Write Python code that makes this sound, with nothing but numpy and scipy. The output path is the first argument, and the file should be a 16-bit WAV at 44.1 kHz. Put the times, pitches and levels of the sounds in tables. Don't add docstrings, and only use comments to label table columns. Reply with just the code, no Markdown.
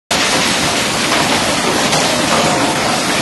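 import sys
import numpy as np
from scipy import signal
from scipy.io import wavfile
from scipy.ndimage import uniform_filter1d

SR = 44100
rng = np.random.default_rng(int(sys.argv[2]) if len(sys.argv) > 2 else 0)


def transcribe(u):
    v = np.clip(np.atleast_2d(u).T, -1, 1)
    q = np.round(v * 32767).astype(np.int16)
    wavfile.write(sys.argv[1], SR, q)


def volts(x):
    e = np.asarray(x, float) / 20
    return 10 ** e


N = 141561


def evened(x):
    return x / np.sqrt(np.mean(x ** 2) + 1e-20)


def read(points, hz):
    f, value = np.transpose(points)
    return np.interp(np.log(hz + 1), np.log(f + 1), value)


def bursts(times, db, t60):
    t = np.arange(N) / SR - np.array(times)[:, None]
    on = t > 0
    on[0] = True
    decay_db = np.array(db)[:, None] - 60 * np.maximum(t, 0) / t60
    power = on * volts(2 * decay_db)
    return np.sqrt(power.sum(0))


def train(per_s, spread_db):
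    chance, side, size = rng.random((3, N))
    click = (chance < per_s / SR) * np.sign(side - .5)
    return click * volts(spread_db * np.minimum(-np.log(size + 1e-9), 4))


def ring(modes, per_s, spread_db, strength, blows=0):
    detune = .012
    t, out = np.arange(SR // 3) / SR, np.zeros(N)
    for spot in range(10):
        mix = rng.standard_normal((len(modes), 2))
        body = np.zeros(len(t))
        for (hz, db, t60), (a, b) in zip(modes, mix):
            decay = volts(db - 60 * t / np.clip(t60, .05, .32))
            tone = np.sin(2 * np.pi * hz * (1 + detune * b) * t)
            body += (np.sign(a) + 0.29 * a) * decay * tone
        hits = train(per_s / 10, spread_db) + blows * rng.choice([-1, 1], N)
        out += signal.fftconvolve(hits * strength, body / np.linalg.norm(body))[:N]
    return out / np.sqrt(per_s / SR) / 2


# pitch_hz, level_db (per Hz)
ROAR_SPECTRUM = [(15, -51), (25, -15.5), (163, 0), (265, 5), (454, -4.5), (702, -1.5), (1640, -7),
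                 (4340, -8.5), (11500, -16.5), (15000, -52), (22000, -120)]
ROAR_DB = -17.5


def roar():
    frames, hz = N // 128 + 5, np.fft.rfftfreq(512, 1 / SR)
    a, b, patches = rng.standard_normal((frames, 257, 3)).T
    patches = evened(uniform_filter1d(uniform_filter1d(patches, 6, 0), 24, 1))
    flicker = evened(uniform_filter1d(rng.standard_normal(frames), 12))
    level_db = read(ROAR_SPECTRUM, hz)[:, None] + 1.7 * patches + 0.42 * flicker
    noise = signal.istft((a + 1j * b) * volts(level_db), nperseg=512, noverlap=384)[1][:N]
    return volts(ROAR_DB) * evened(noise)


# start_s, peak_db, body_hz
CLOSE_KNOCKS = [(.6347, -24, 2140), (.7544, -18, 2500), (.775, -14.5, 2380), (1.043, -14, 2540),
                (1.1146, -17.5, 5240), (1.119, -11, 1090), (1.2935, -13.5, 3200), (1.3211, -20, 2110),
                (1.6695, -17.5, 2410), (1.9277, -16.5, 1820), (1.93, -16.5, 5800), (2.03, -18, 3000),
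                (2.2111, -21, 3244), (2.3734, -15, 1590), (2.597, -21, 1740), (2.6396, -22, 2480),
                (2.7529, -21, 2050), (2.92, -25, 3150), (3.0949, -14, 1910), (3.1415, -20, 2180),
                (.110, -10.5, 700), (1.345, -15, 2600), (1.364, -21, 2000), (1.965, -20, 5540),
                (2.001, -16.5, 5560), (2.397, -12.5, 607), (2.312, -14, 1300), (.42, -16, 2300)]
CLOSE_T60_S, CLOSE_WIDTH = 0.078, 1.22


def knocks():
    t, out = np.arange(SR // 8) / SR, np.zeros(N + SR)
    for s, db, hz in CLOSE_KNOCKS:
        edges = [hz / CLOSE_WIDTH, hz * CLOSE_WIDTH]
        band = signal.butter(2, edges, "band", fs=SR, output="sos")
        rattle = evened(signal.sosfilt(band, rng.standard_normal(len(t))))
        out[round(s * SR):][:len(t)] += rattle * volts(db - 60 * t / CLOSE_T60_S)
    return out[:N]


# start_s, peak_db, thin_against_thick_walls_db
BANGS = [(0.116, -10.5, 1), (0.226, -10, -4), (0.328, -8.5, 4.5), (0.481, -37, -11), (0.626, -16, 9.5),
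         (0.73, -21, 15), (0.94, -17, -10), (1.118, -4, -3), (1.199, -8.5, 1), (1.32, -3, 1.5),
         (1.499, -7.5, 1), (1.64, -6, 0.5), (1.689, -23, -5), (1.781, -5.5, -1), (1.937, -2.5, -3),
         (1.963, -26, 6), (2.008, -23, -14), (2.053, -15, -8), (2.19, -9.5, -3), (2.327, -3.5, 0),
         (2.369, -15.5, -17), (2.46, -4.5, 3), (2.52, -9, 0), (2.606, -6, -8), (2.773, -6, -1.5),
         (2.849, -10.5, 4), (2.89, -10, -1), (3.09, -7.5, -1.5)]
# time_s, level_db
LOAD = [(0.12, -18), (0.26, -53), (0.4, -19), (0.43, -47), (1.09, -40), (1.14, -22), (1.61, -20),
        (1.7, -14), (1.75, -22), (1.91, -16), (1.98, -18), (2.03, -31), (2.08, -26), (2.38, -15.5),
        (2.78, -27.5), (2.88, -12), (3.09, -40), (3.2, -10.5)]
# pitch_hz, level_db, t60_s
WALL_MODES = [(425, -7, 0.14), (523, -3, 0.2), (581.2, -7.5, 0.21), (603.7, 0.5, 0.074), (701.3, 0.5, 0.39),
              (731, -13, 0.45), (765, -7, 0.6), (840, 2, 0.087), (917.8, -1, 0.22), (982, 3, 0.073),
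              (1073, 0.5, 0.038), (1247, -11.5, 0.37), (1261, -6.5, 0.17), (1319, -9, 0.38)]
# pitch_hz, level_db, t60_s
PANEL_MODES = [(140.5, 1, 0.31), (168.4, -1.5, 0.43), (194.4, -3, 0.18), (228.6, 0, 0.33), (246, 5.5, 0.1),
               (291.8, 2.5, 0.24), (346, -5.5, 0.083)]
KNOCKS_PER_S, KNOCK_DB, BANG_DB, BANG_T60_S, DRUM_DB = 500, -31.5, -15.5, 0.3, -5
STRIKE = 2.98


def steel():
    s, db, thin_db = np.transpose(BANGS)
    blows = np.zeros(N)
    blows[(s * SR).astype(int) + 2] = STRIKE / np.sqrt(10)
    walls = np.zeros(N)
    for thinness, modes in ((-0.79, WALL_MODES[:4]), (-0.24, WALL_MODES[4:8]), (0.97, WALL_MODES[8:])):
        bangs = bursts(s, db + BANG_DB + thinness * thin_db, BANG_T60_S)
        walls += ring(modes, KNOCKS_PER_S, 1.96, np.hypot(volts(KNOCK_DB), bangs), blows)
    s, db = np.transpose(LOAD)
    drumming = volts(DRUM_DB + np.interp(np.arange(N) / SR, s, db))
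    return walls + ring(PANEL_MODES, 250, 1.95, drumming)


def thuds():
    thud_db, t60_s = -6.5, 0.079
    s, db, _ = np.transpose(BANGS)
    band = signal.butter(2, [220, 1400], "band", fs=SR, output="sos")
    grain = signal.sosfilt(band, rng.standard_normal(N))
    return evened(grain) * bursts(np.r_[0, s], np.r_[-99, db + thud_db], t60_s)


# start_s, peak_db, brightness_db (raises the highest clacks, lowers
SLIDES = [(0.1171, -12, 6.5), (0.198, -5, 0), (0.308, -6, -1), (0.409, -7.5, 3.5), (0.4975, -17.5, 10.5),
          (0.621, -8.5, 1), (0.759, -9, -3), (0.98, -15, -9), (1.1156, -7.5, -2), (1.307, -8.5, -2),
          (1.4494, -19, 10), (1.568, -10.5, -4), (1.791, -8.5, 1.5), (1.924, -5.5, 2), (2.0177, -8.5, 0.5),
          (2.1394, -16, 2), (2.277, -8.5, -3), (2.3094, -16, 3), (2.5794, -30.5, -18), (2.7794, -13, 0),
          (2.931, -13, -4), (3.114, -9.5, -3.5)]
# pitch_hz, level_db (per Hz)
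CLACK_SPECTRUM = [(710, -34), (1200, -4), (1340, 1.5), (1420, -29), (1690, 0.5), (3300, -0.5), (4820, -4),
                  (5200, -3.5), (11500, -17), (15000, -46), (22000, -120)]
CLACKS_PER_S, CLACK_SPREAD_DB = 6000, 2.2
CLACK_DB, SLIDE_T60_S, SLIDE_DB = -27.5, 0.6, -8.5


def clatter():
    s, db, tilt_db = np.transpose(SLIDES)
    out, t = np.zeros(N), np.arange(600) / SR
    pitches = np.geomspace(1100, 11500, 24)
    share = volts(read(CLACK_SPECTRUM, pitches)) * np.sqrt(pitches)
    dull, bright = (np.hypot(volts(CLACK_DB), bursts(s, db + SLIDE_DB + side * tilt_db, SLIDE_T60_S))
                    for side in (-1, 1))
    for k, hz in enumerate(pitches):
        clack = np.sin(2 * np.pi * hz * t) * np.exp(-t * hz / 2.4)
        swell = dull + (bright - dull) * k / 23
        part = signal.oaconvolve(train(CLACKS_PER_S / 24, CLACK_SPREAD_DB), clack)[:N]
        out += share[k] * evened(part) * swell
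    return out / np.linalg.norm(share)


# start_s, length_s, pitch_hz, level_db
SINGING = [(1.98, 0.36, 608, -28), (2.1, 0.14, 613, -22), (2.26, 0.26, 579, -24), (2.43, 0.16, 721, -20.5),
           (2.84, .17, 745, -20.5), (1.29, .14, 780, -27), (2.34, 0.42, 531, -26.5), (2.32, .17, 219, -22),
           (2.08, 0.25, 245, -27), (2.24, 0.11, 299, -21), (1.8, .14, 270, -25), (1.65, .09, 371, -22.5),
           (1.4, .1, 640, -23), (1.59, 0.13, 1200, -26.5), (1.74, 0.16, 244, -28), (1.95, .13, 180, -22),
           (2.34, .2, 162, -28.5), (2.55, 0.22, 286, -25), (2.54, 0.18, 691, -28), (3.1, 0.25, 219, -24),
           (1.1, 0.23, 691, -26.5), (1.16, 0.11, 972, -25), (1.04, 0.16, 310, -25),
           (1.27, 0.33, 549, -26.5), (2.05, 0.24, 534, -28.5), (0.13, 0.11, 740, -25.5),
           (.31, .1, 715, -25), (2.65, 0.11, 889, -22), (1.93, .1, 822, -24), (3.3, 0.14, 295, -25.5),
           (1.32, 0.24, 240, -28), (0.7, .16, 222, -27.5), (2.29, 0.25, 1200, -25.5),
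           (2.46, 0.12, 578, -22)]
SING_WANDER_RAD, SING_FLUTTER_DB, SING_DB = .8, 3.5, -2.5


def singing():
    t, out = np.arange(N) / SR, np.zeros(N)
    for s, length, hz, db in SINGING:
        wander, flutter = (evened(uniform_filter1d(uniform_filter1d(v, size=500), size=500))
                           for v in rng.standard_normal((2, N)))
        tone = np.sqrt(2) * np.sin(2 * np.pi * hz * t + SING_WANDER_RAD * wander)
        swell = np.sqrt(np.sin(np.pi * np.clip((t - s) / length, 0, 1)).clip(0))
        out += volts(db + SING_DB + SING_FLUTTER_DB * flutter) * tone * swell
    return out


def hall(x):
    t60_s = 1
    at, out = np.arange(200, SR - 20, 20), np.zeros(N)
    spot = rng.integers(0, 4, N // 1024 + 1).repeat(1024)[:N]
    for k in range(4):
        taps = np.zeros(SR)
        taps[at + rng.integers(0, 20, len(at))] = rng.choice([-1., 1.], len(at))
        hz, t, z = signal.stft(taps, SR, nperseg=256)
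        decay = volts(-60 * t * (1 + hz[:, None] / 6000) / t60_s)
        tail = signal.istft(z * decay, SR, nperseg=256)[1]
        here = np.sqrt(abs(uniform_filter1d((spot == k) * 1., size=512)))
        out += signal.fftconvolve(x * here, tail / np.linalg.norm(tail))[:N]
    return out


def scene():
    steel_direct_db, hall_db = 1.5, -0.5
    walls, bottles = steel(), clatter() + thuds()
    near = volts(steel_direct_db) * walls + bottles + volts(hall_db) * hall(walls + bottles)
    near = near / np.hypot(1, volts(hall_db))
    return np.tile(near + roar() + singing() + knocks(), (2, 1))


# start_s, length_s, level_db
DULL = [(0.152, 0.097, -5), (0.408, 0.048, -4), (0.55, 0.14, -1), (0.834, 0.14, -1.5), (1.045, .1, -1),
        (1.274, 0.078, -1.5), (1.65, 0.068, -2), (1.87, 0.05, -3.5), (2.39, 0.053, -5), (2.774, 0.11, -4)]
# start_s, length_s, pitch_hz, width_hz
HOLES = [(1.57, .055, 3850, 400), (1.6, .06, 2600, 250), (1.65, .06, 1600, 120), (1.95, .055, 3750, 380),
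         (1.95, .035, 2350, 400), (1.99, .03, 5000, 300), (1.95, .025, 1850, 120), (2.138, .05, 3430, 300),
         (2.14, .055, 2800, 230), (1.95, .03, 3000, 170), (2.26, .035, 3700, 200), (2.19, .05, 2450, 150),
         (2.53, .06, 3050, 250), (2.575, .055, 2830, 250), (2.74, .008, 4600, 1400),
         (2.412, .014, 5600, 500), (1.46, .02, 3050, 250), (1.475, .02, 4900, 250), (2.67, .04, 4100, 200),
         (2.69, .016, 4950, 400), (2.89, .03, 3800, 250), (3.01, .065, 3000, 220), (3.108, .04, 2970, 260)]
# pitch_hz, width_hz, depth_db
DIPS = [
    (4900, 150, -1.3),
    (7600, 200, -1.8),
    (10450, 250, -2.2),
]
TOP_HZ, EDGE_HZ, WIDE_HZ, WIDE_DB, RAGGED_HZ = 7050, 11650, 12100, -1.5, 120
HOLE_DB, STRAY_HOLES, STRAY_DB, MORE_HOLES_FROM_S = -32, .07, -16, 1.5


def shifting_bands(x):
    hz, t, z = signal.stft(x, SR, nperseg=1024, noverlap=896)
    hz, db = hz[:, None], np.zeros(z.shape)
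    wide = np.zeros(len(t))
    for s, length, dull_db in DULL:
        now = (t > s) & (t < s + length)
        db += dull_db * now * np.clip((hz - TOP_HZ) / 200, 0, 1)
        wide += now
    for s, length, mid_hz, width_hz in HOLES:
        now = (t > s) & (t < s + length)
        db += HOLE_DB * (now & (abs(hz - mid_hz) < width_hz / 2))
    cells = rng.random((len(t) // 10 + 1, len(hz) // 3 + 1))
    cells = cells.repeat(10, 0).repeat(3, 1).T[:len(hz), :len(t)]
    frequency_share = np.where((t > MORE_HOLES_FROM_S) & (hz < 4200), 1, .1)
    db += STRAY_DB * (cells < STRAY_HOLES * frequency_share) * (hz > 1400)
    for mid_hz, width_hz, dip_db in DIPS:
        db += 4 * dip_db * cells ** 3 * (abs(hz - mid_hz) < width_hz / 2)
    ragged = RAGGED_HZ * rng.standard_normal(len(t) // 10 + 1).repeat(10)[:len(t)]
    edge = np.where(wide > 0, WIDE_HZ, EDGE_HZ) + ragged
    db += WIDE_DB * np.clip((hz - EDGE_HZ + 400) / 500, 0, 1)
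    db -= 70 * np.clip((hz - edge) / 300, 0, 1)
    return signal.istft(z * volts(db), SR, nperseg=1024, noverlap=896)[1][:N]


def low_pass(x):
    return signal.sosfilt(signal.butter(12, 12650, fs=SR, output="sos"), x)


def record(dry):
    bass_cut_hz, limit = 58, 1.3
    start_s, fade_in_s = 0.1058, 0.0037
    gap_s, gap_width_s, gap_db = 2.748, 0.0051, -5
    t = np.arange(N) / SR
    x = signal.sosfilt(signal.butter(2, bass_cut_hz, "high", fs=SR, output="sos"), dry[0])
    over = np.maximum(abs(x) - limit / 2, 0)
    x = x - np.sign(x) * (over - .3 * np.tanh(over / .3))
    x = shifting_bands(x)
    x = x * np.clip((t - start_s) / fade_in_s, 0, 1)
    x = x * volts(gap_db * np.exp(-((t - gap_s) / gap_width_s) ** 2))
    return low_pass(np.tile(x, (2, 1)))


dry = scene()
out = record(dry)
transcribe(out)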